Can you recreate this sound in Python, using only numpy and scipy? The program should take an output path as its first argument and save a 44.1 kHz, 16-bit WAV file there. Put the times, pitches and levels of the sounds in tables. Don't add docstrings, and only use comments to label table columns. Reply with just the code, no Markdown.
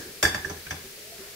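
import sys
import numpy as np
from scipy import signal
from scipy.fft import rfft, irfft, next_fast_len
from scipy.io import wavfile

SR = 44100
rng = np.random.default_rng(int(sys.argv[2]) if len(sys.argv) > 2 else 0)


def store_wav(level_fs):
    pcm = np.round(np.clip(np.atleast_2d(level_fs), -1, 1) * 32767)
    wavfile.write(sys.argv[1], SR, pcm.T.astype(np.int16))


N = 59535

# (time [s], pip [dB], pitch [Hz], pip left over right [dB], after-ring [dB],
# rim mode [dB], clack [dB], crack [dB], crack cutoff [Hz], clang [dB], boom [dB])
IMPACTS = [(.2272, -32.5, 1690, 5, -28, -32, -29, -20, 14600, -27, -37.5),
           (.2510, -10.5, 1689, -7, -31, -25.5, -22, -27, 5440, -35.5, -33),
           (.3455, -20, 1720, -7, -38, -38.5, -27.5, -31, 4040, -37.5, -37),
           (.4470, -22.5, 1700, -8.5, -39.5, -70, -39, -45, 4000, -46, -44.5),
           (.4970, -61, 1690, -6, -57, -62, -37, -37, 1600, -40.5, -40),
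           (.6660, -41, 1616, -9, -53, -99, -31, -55, 1810, -68, -48),
           (0.7075, -25.5, 1686, -4.5, -45.5, -57, -25, -31.5, 2990, -40.5, -38)]
# (frequency ratio [1], level [dB])
NOTE_MODES = [(0.969, 8.5), (1.021, 9), (1.07, -4)]
NOTE_RISE_S, NOTE_CHOKE_S, NOTE_T60 = 0.0033, 0.0047, 0.13

# (frequency [Hz], level [dB], decay time T60 [s])
RIM_MODES = [(4643, 0, .13), (4790, -6.5, 0.096), (5060, 2.5, 0.018)]
POT_OVERTONES = [(3470, -11.5, 0.31), (3600, -25, 0.66), (4753, -13, 0.35), (4850, -3, 0.057),
                 (5420, -21, 0.064), (5560, -2, 0.14), (6565, -12.5, .14), (7300, -8, 0.12),
                 (8260, -26, 0.13), (8540, -6.5, 0.14), (10310, -14.5, 0.17), (11490, -11, .09),
                 (12350, -13.5, .1), (14300, -15, .08)]
CLANG_MODES = [(317, -3.5, 0.12), (600.7, 2.5, 0.13), (763, -4.5, 0.37), (829, -2, 0.15), (885.5, -14, .28),
               (1015, -3, 0.27), (1189, 0, 0.13), (1363, 2.5, 0.078)]
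BOOM_MODES = [(82.5, 0.5, 0.33), (105, -8.5, .15), (146.2, 1, 0.22)]
# (frequency [Hz], relative spectral density [dB])
CRACK_SPECTRUM = [(60, -27), (900, -10), (1700, -3), (2300, -0.5), (3100, -10), (3500, 5.5), (4170, -26.5),
                  (4700, -1), (5800, -6.5), (6300, -3.5), (7400, -7), (9200, -14.5), (11800, -7),
                  (13000, -11.5), (14500, -10), (15500, -20)]
CLACK_SPECTRUM = [(500, -41), (1200, -3), (1550, 1), (1850, -3), (2050, 1), (2300, 4.5), (2800, -4),
                  (4500, -18.5)]
CLANG_SPECTRUM = [(40, -34), (150, -4), (330, 7.5), (520, 0), (820, 3), (1400, -4.5), (2400, -31),
                  (3500, -27)]
BOOM_SPECTRUM = [(15, -55), (30, -28), (45, -3), (85, -6.5), (160, -2.5), (260, -12), (600, -44)]
CRACK_RISE_S, CLANG_RISE_S, BOOM_RISE_S = 0.0002, 0.0013, 0.0047

# (time [s], level [dB])
TICKS = [(0.4496, -38), (0.494, -30.5), (0.703, -33)]
# (time [s], level [dB], starting pitch [Hz], time to peak [s])
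PLOPS = [(0.049, -44, 357.4, .02), (0.077, -42, 367.3, 0.018), (0.436, -38, 367.3, 0.037),
         (0.489, -48, 400, 0.015), (0.522, -45.5, 362, 0.025), (0.836, -39.5, 369.5, 0.016),
         (1.181, -39.5, 366.4, 0.022)]
PLOP_GLIDE_PER_S, PLOP_FLUTTER = 1.63, 0.25
# (time [s], frequency [Hz], level [dB])
HOLLOW_PATH = [(.85, 480, -64), (0.961, 510, -67.5), (1.051, 645, -57), (1.13, 680, -55), (1.22, 660, -60),
               (1.35, 660, -61)]
# (time [s], level [dB])
WASH_LEVELS = [(0, -62), (.85, -56), (1.0, -88), (1.15, -66), (1.22, -49.5), (1.35, -58)]
# (frequency [Hz], relative spectral density [dB])
WASH_SPECTRUM = [(300, -27), (800, -7), (1350, 2), (2300, 1), (3200, -18), (6000, -33)]
FADING_SPECTRUM = [(30, -22), (85, -1), (150, -12), (300, -3), (600, -12), (1300, -20), (1700, -3.5),
                   (2100, -23), (5000, -16.5), (12000, -25)]
HISS_SPECTRUM = [(20, -21), (80, -14), (190, -17), (300, -20.5), (360, -11), (420, -5.5), (500, -15.5),
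                 (700, -19), (1000, -27), (1350, -22), (1700, -17.5), (2300, -16), (3600, -17.5),
                 (4500, -15), (7000, -19), (15500, -20.5)]

# (frequency [Hz], left-right correlation [1])
IMPACT_COHERENCE = [(150, .99), (400, 0.89), (800, -0.012), (1650, 0.3), (2400, -0.28), (5000, 0.33),
                    (12000, -0.19)]
DIFFUSE_COHERENCE = [(100, 1), (400, 0.68), (1500, 0.1), (10000, 0.033)]
# (frequency [Hz], decay time T60 [s])
ROOM_DECAY = [(100, 0.33), (1700, 0.55), (5000, 0.32), (9000, 0.32), (15000, 0.34)]
ROOM_DB, PIP_ROOM_DB, WEAK_ROOM_DB = -4.5, -7, -10


def impacts():
    out = np.zeros((2, N))
    for s, *note, clack_db, crack_db, cutoff_hz, clang_db, boom_db in IMPACTS:
        t = since(s)
        out += pot_note(t, *note) + amp(clack_db) * pot_clack(t) + amp(crack_db) * crack(t, cutoff_hz)
        out += amp(clang_db) * basin_clang(t) + amp(boom_db) * basin_boom(t)
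    return out


def pot_note(t, pip_db, hz, pan_db, ring_db, rim_db):
    swell = 1 - np.exp(-t / NOTE_RISE_S)
    choke = np.exp(-(t / NOTE_CHOKE_S) ** 4)
    pip = amp(pip_db) * 2 * swell * choke * np.sin(2 * np.pi * hz * t)
    beating = sum(amp(db) * np.sin(2 * np.pi * hz * ratio * t) for ratio, db in NOTE_MODES)
    rim = amp(rim_db) * ring(RIM_MODES, t, CRACK_RISE_S)
    after_ring = amp(ring_db) * beating * strike(t, NOTE_RISE_S, NOTE_T60) + rim
    reverberation = amp(PIP_ROOM_DB) * room(pip[None]) + amp(WEAK_ROOM_DB) * room(after_ring)
    return pan(pan_db) * pip + after_ring + reverberation


def pot_clack(t):
    knock = noise(CLACK_SPECTRUM) * strike(t, rise=0.003, t60=0.045)
    return knock + amp(WEAK_ROOM_DB) * room(knock)


def crack(t, cutoff_hz):
    snap = amp(-8) * strike(t, CRACK_RISE_S, t60=0.09)
    rough = amp(-0.5) * noise(CRACK_SPECTRUM) * (strike(t, CRACK_RISE_S, t60=0.15) + snap)
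    overtones = amp(-2.5) * ring(POT_OVERTONES, t, CRACK_RISE_S)
    direct = filtered(pan(2.2) * (rough + overtones), lambda hz: 1 / (1 + 1j * hz / cutoff_hz))
    return direct + amp(ROOM_DB) * room(direct)


def basin_clang(t):
    dense = noise(CLANG_SPECTRUM) * strike(t, CLANG_RISE_S, t60=0.36)
    return amp(-4) * ring(CLANG_MODES, t, CLANG_RISE_S) + amp(0.5) * dense


def basin_boom(t):
    dense = noise(BOOM_SPECTRUM) * strike(t, BOOM_RISE_S, t60=0.25)
    return amp(-0.5) * ring(BOOM_MODES, t, BOOM_RISE_S) + dense


def ticks():
    direct = sum(amp(db) * band(6020, 270) * strike(since(s), NOTE_RISE_S, t60=0.059) for s, db in TICKS)
    return direct + amp(ROOM_DB) * room(direct)


def plops():
    out = np.zeros(N)
    for s, db, hz, peak_s in PLOPS:
        t = since(s)
        swell = (t / peak_s) ** 2 * np.exp(2 * (1 - t / peak_s))
        phase = 2 * np.pi * (hz * t * (1 + PLOP_GLIDE_PER_S * t / 2) + rng.random())
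        in_phase, quadrature = PLOP_FLUTTER * band(0, half_width_hz=45)
        note = (1 + in_phase) * np.sin(phase) + quadrature * np.cos(phase)
        thud = amp(-9) * band(214, half_width_hz=220)[0]
        out += amp(db) * swell * (note + thud)
    return out + amp(WEAK_ROOM_DB) * room(out[None])


def hollow_tone():
    s, hz, db = np.transpose(HOLLOW_PATH)
    t = since(0)
    phase = 2 * np.pi * np.cumsum(np.interp(t, s, hz)) / SR
    in_phase, quadrature = band(0, half_width_hz=42)
    return amp(np.interp(t, s, db)) * (in_phase * np.cos(phase) + quadrature * np.sin(phase))


def wash():
    s, db = np.transpose(WASH_LEVELS)
    return amp(np.interp(since(0), s, db)) * noise(WASH_SPECTRUM, DIFFUSE_COHERENCE)


def background():
    fading = amp(-38.5) * decay(since(0), t60=0.55) * noise(FADING_SPECTRUM)
    hiss = amp(-42.5) * pan(1.5) * noise(HISS_SPECTRUM, DIFFUSE_COHERENCE)
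    return fading + hiss


def room(x):
    hz, t, spectra = signal.stft(rng.standard_normal((2, SR * 2 // 3)), SR, nperseg=256)
    tail = signal.istft(spectra * decay(t, along(ROOM_DECAY, hz)[:, None]), SR, nperseg=256)[1]
    return signal.fftconvolve(x, tail / np.linalg.norm(tail[0]), axes=1)[:, :N]


def ring(modes, t, rise):
    out = np.zeros((2, N))
    for hz, db, t60 in modes:
        apart = spread(IMPACT_COHERENCE, hz) * rng.choice([-1, 1])
        phase = rng.uniform(0, 2 * np.pi) + np.array([[apart], [-apart]])
        out += amp(db + rng.normal()) * strike(t, rise, t60) * np.sin(2 * np.pi * hz * t + phase)
    return np.sqrt(2) * out


def noise(spectrum, coherence=IMPACT_COHERENCE):
    def response(hz):
        angle = spread(coherence, hz)
        return amp(along(spectrum, hz)) * [np.cos(angle), np.sin(angle)]
    mid, side = filtered(rng.standard_normal((2, N)), response)
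    return unit(np.array([mid + side, mid - side]))


def band(centre_hz, half_width_hz):
    white = rng.standard_normal((2, N))
    return unit(filtered(white, lambda hz: 1 / (1 + ((hz - centre_hz) / half_width_hz) ** 2)))


def filtered(x, response):
    size = next_fast_len(N + SR // 2)
    return irfft(rfft(x, size) * response(np.fft.rfftfreq(size, 1 / SR)), size)[..., :N]


def strike(t, rise, t60):
    return (1 - np.exp(-t / rise)) * decay(t, t60)


def decay(t, t60):
    return np.exp(-np.log(1000) * t / t60)


def spread(coherence, hz):
    return np.arccos(np.clip(along(coherence, hz), -1, 1)) / 2


def pan(db):
    return amp(np.array([[db], [-db]]) / 2)


def along(points, hz):
    frequencies, values = np.transpose(points)
    return np.interp(np.log(hz + 1), np.log(frequencies + 1), values)


def since(s):
    return np.maximum(np.arange(N) / SR - s, 0)


def amp(db):
    return 10 ** (np.asarray(db) / 20)


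def unit(x):
    return x / np.sqrt(np.mean(x ** 2) + 1e-20)


def scene():
    return impacts() + ticks() + plops() + hollow_tone() + wash() + background()


def record(dry):
    return filtered(dry, lambda hz: hz < 15750)


dry = scene()
out = record(dry)
store_wav(out)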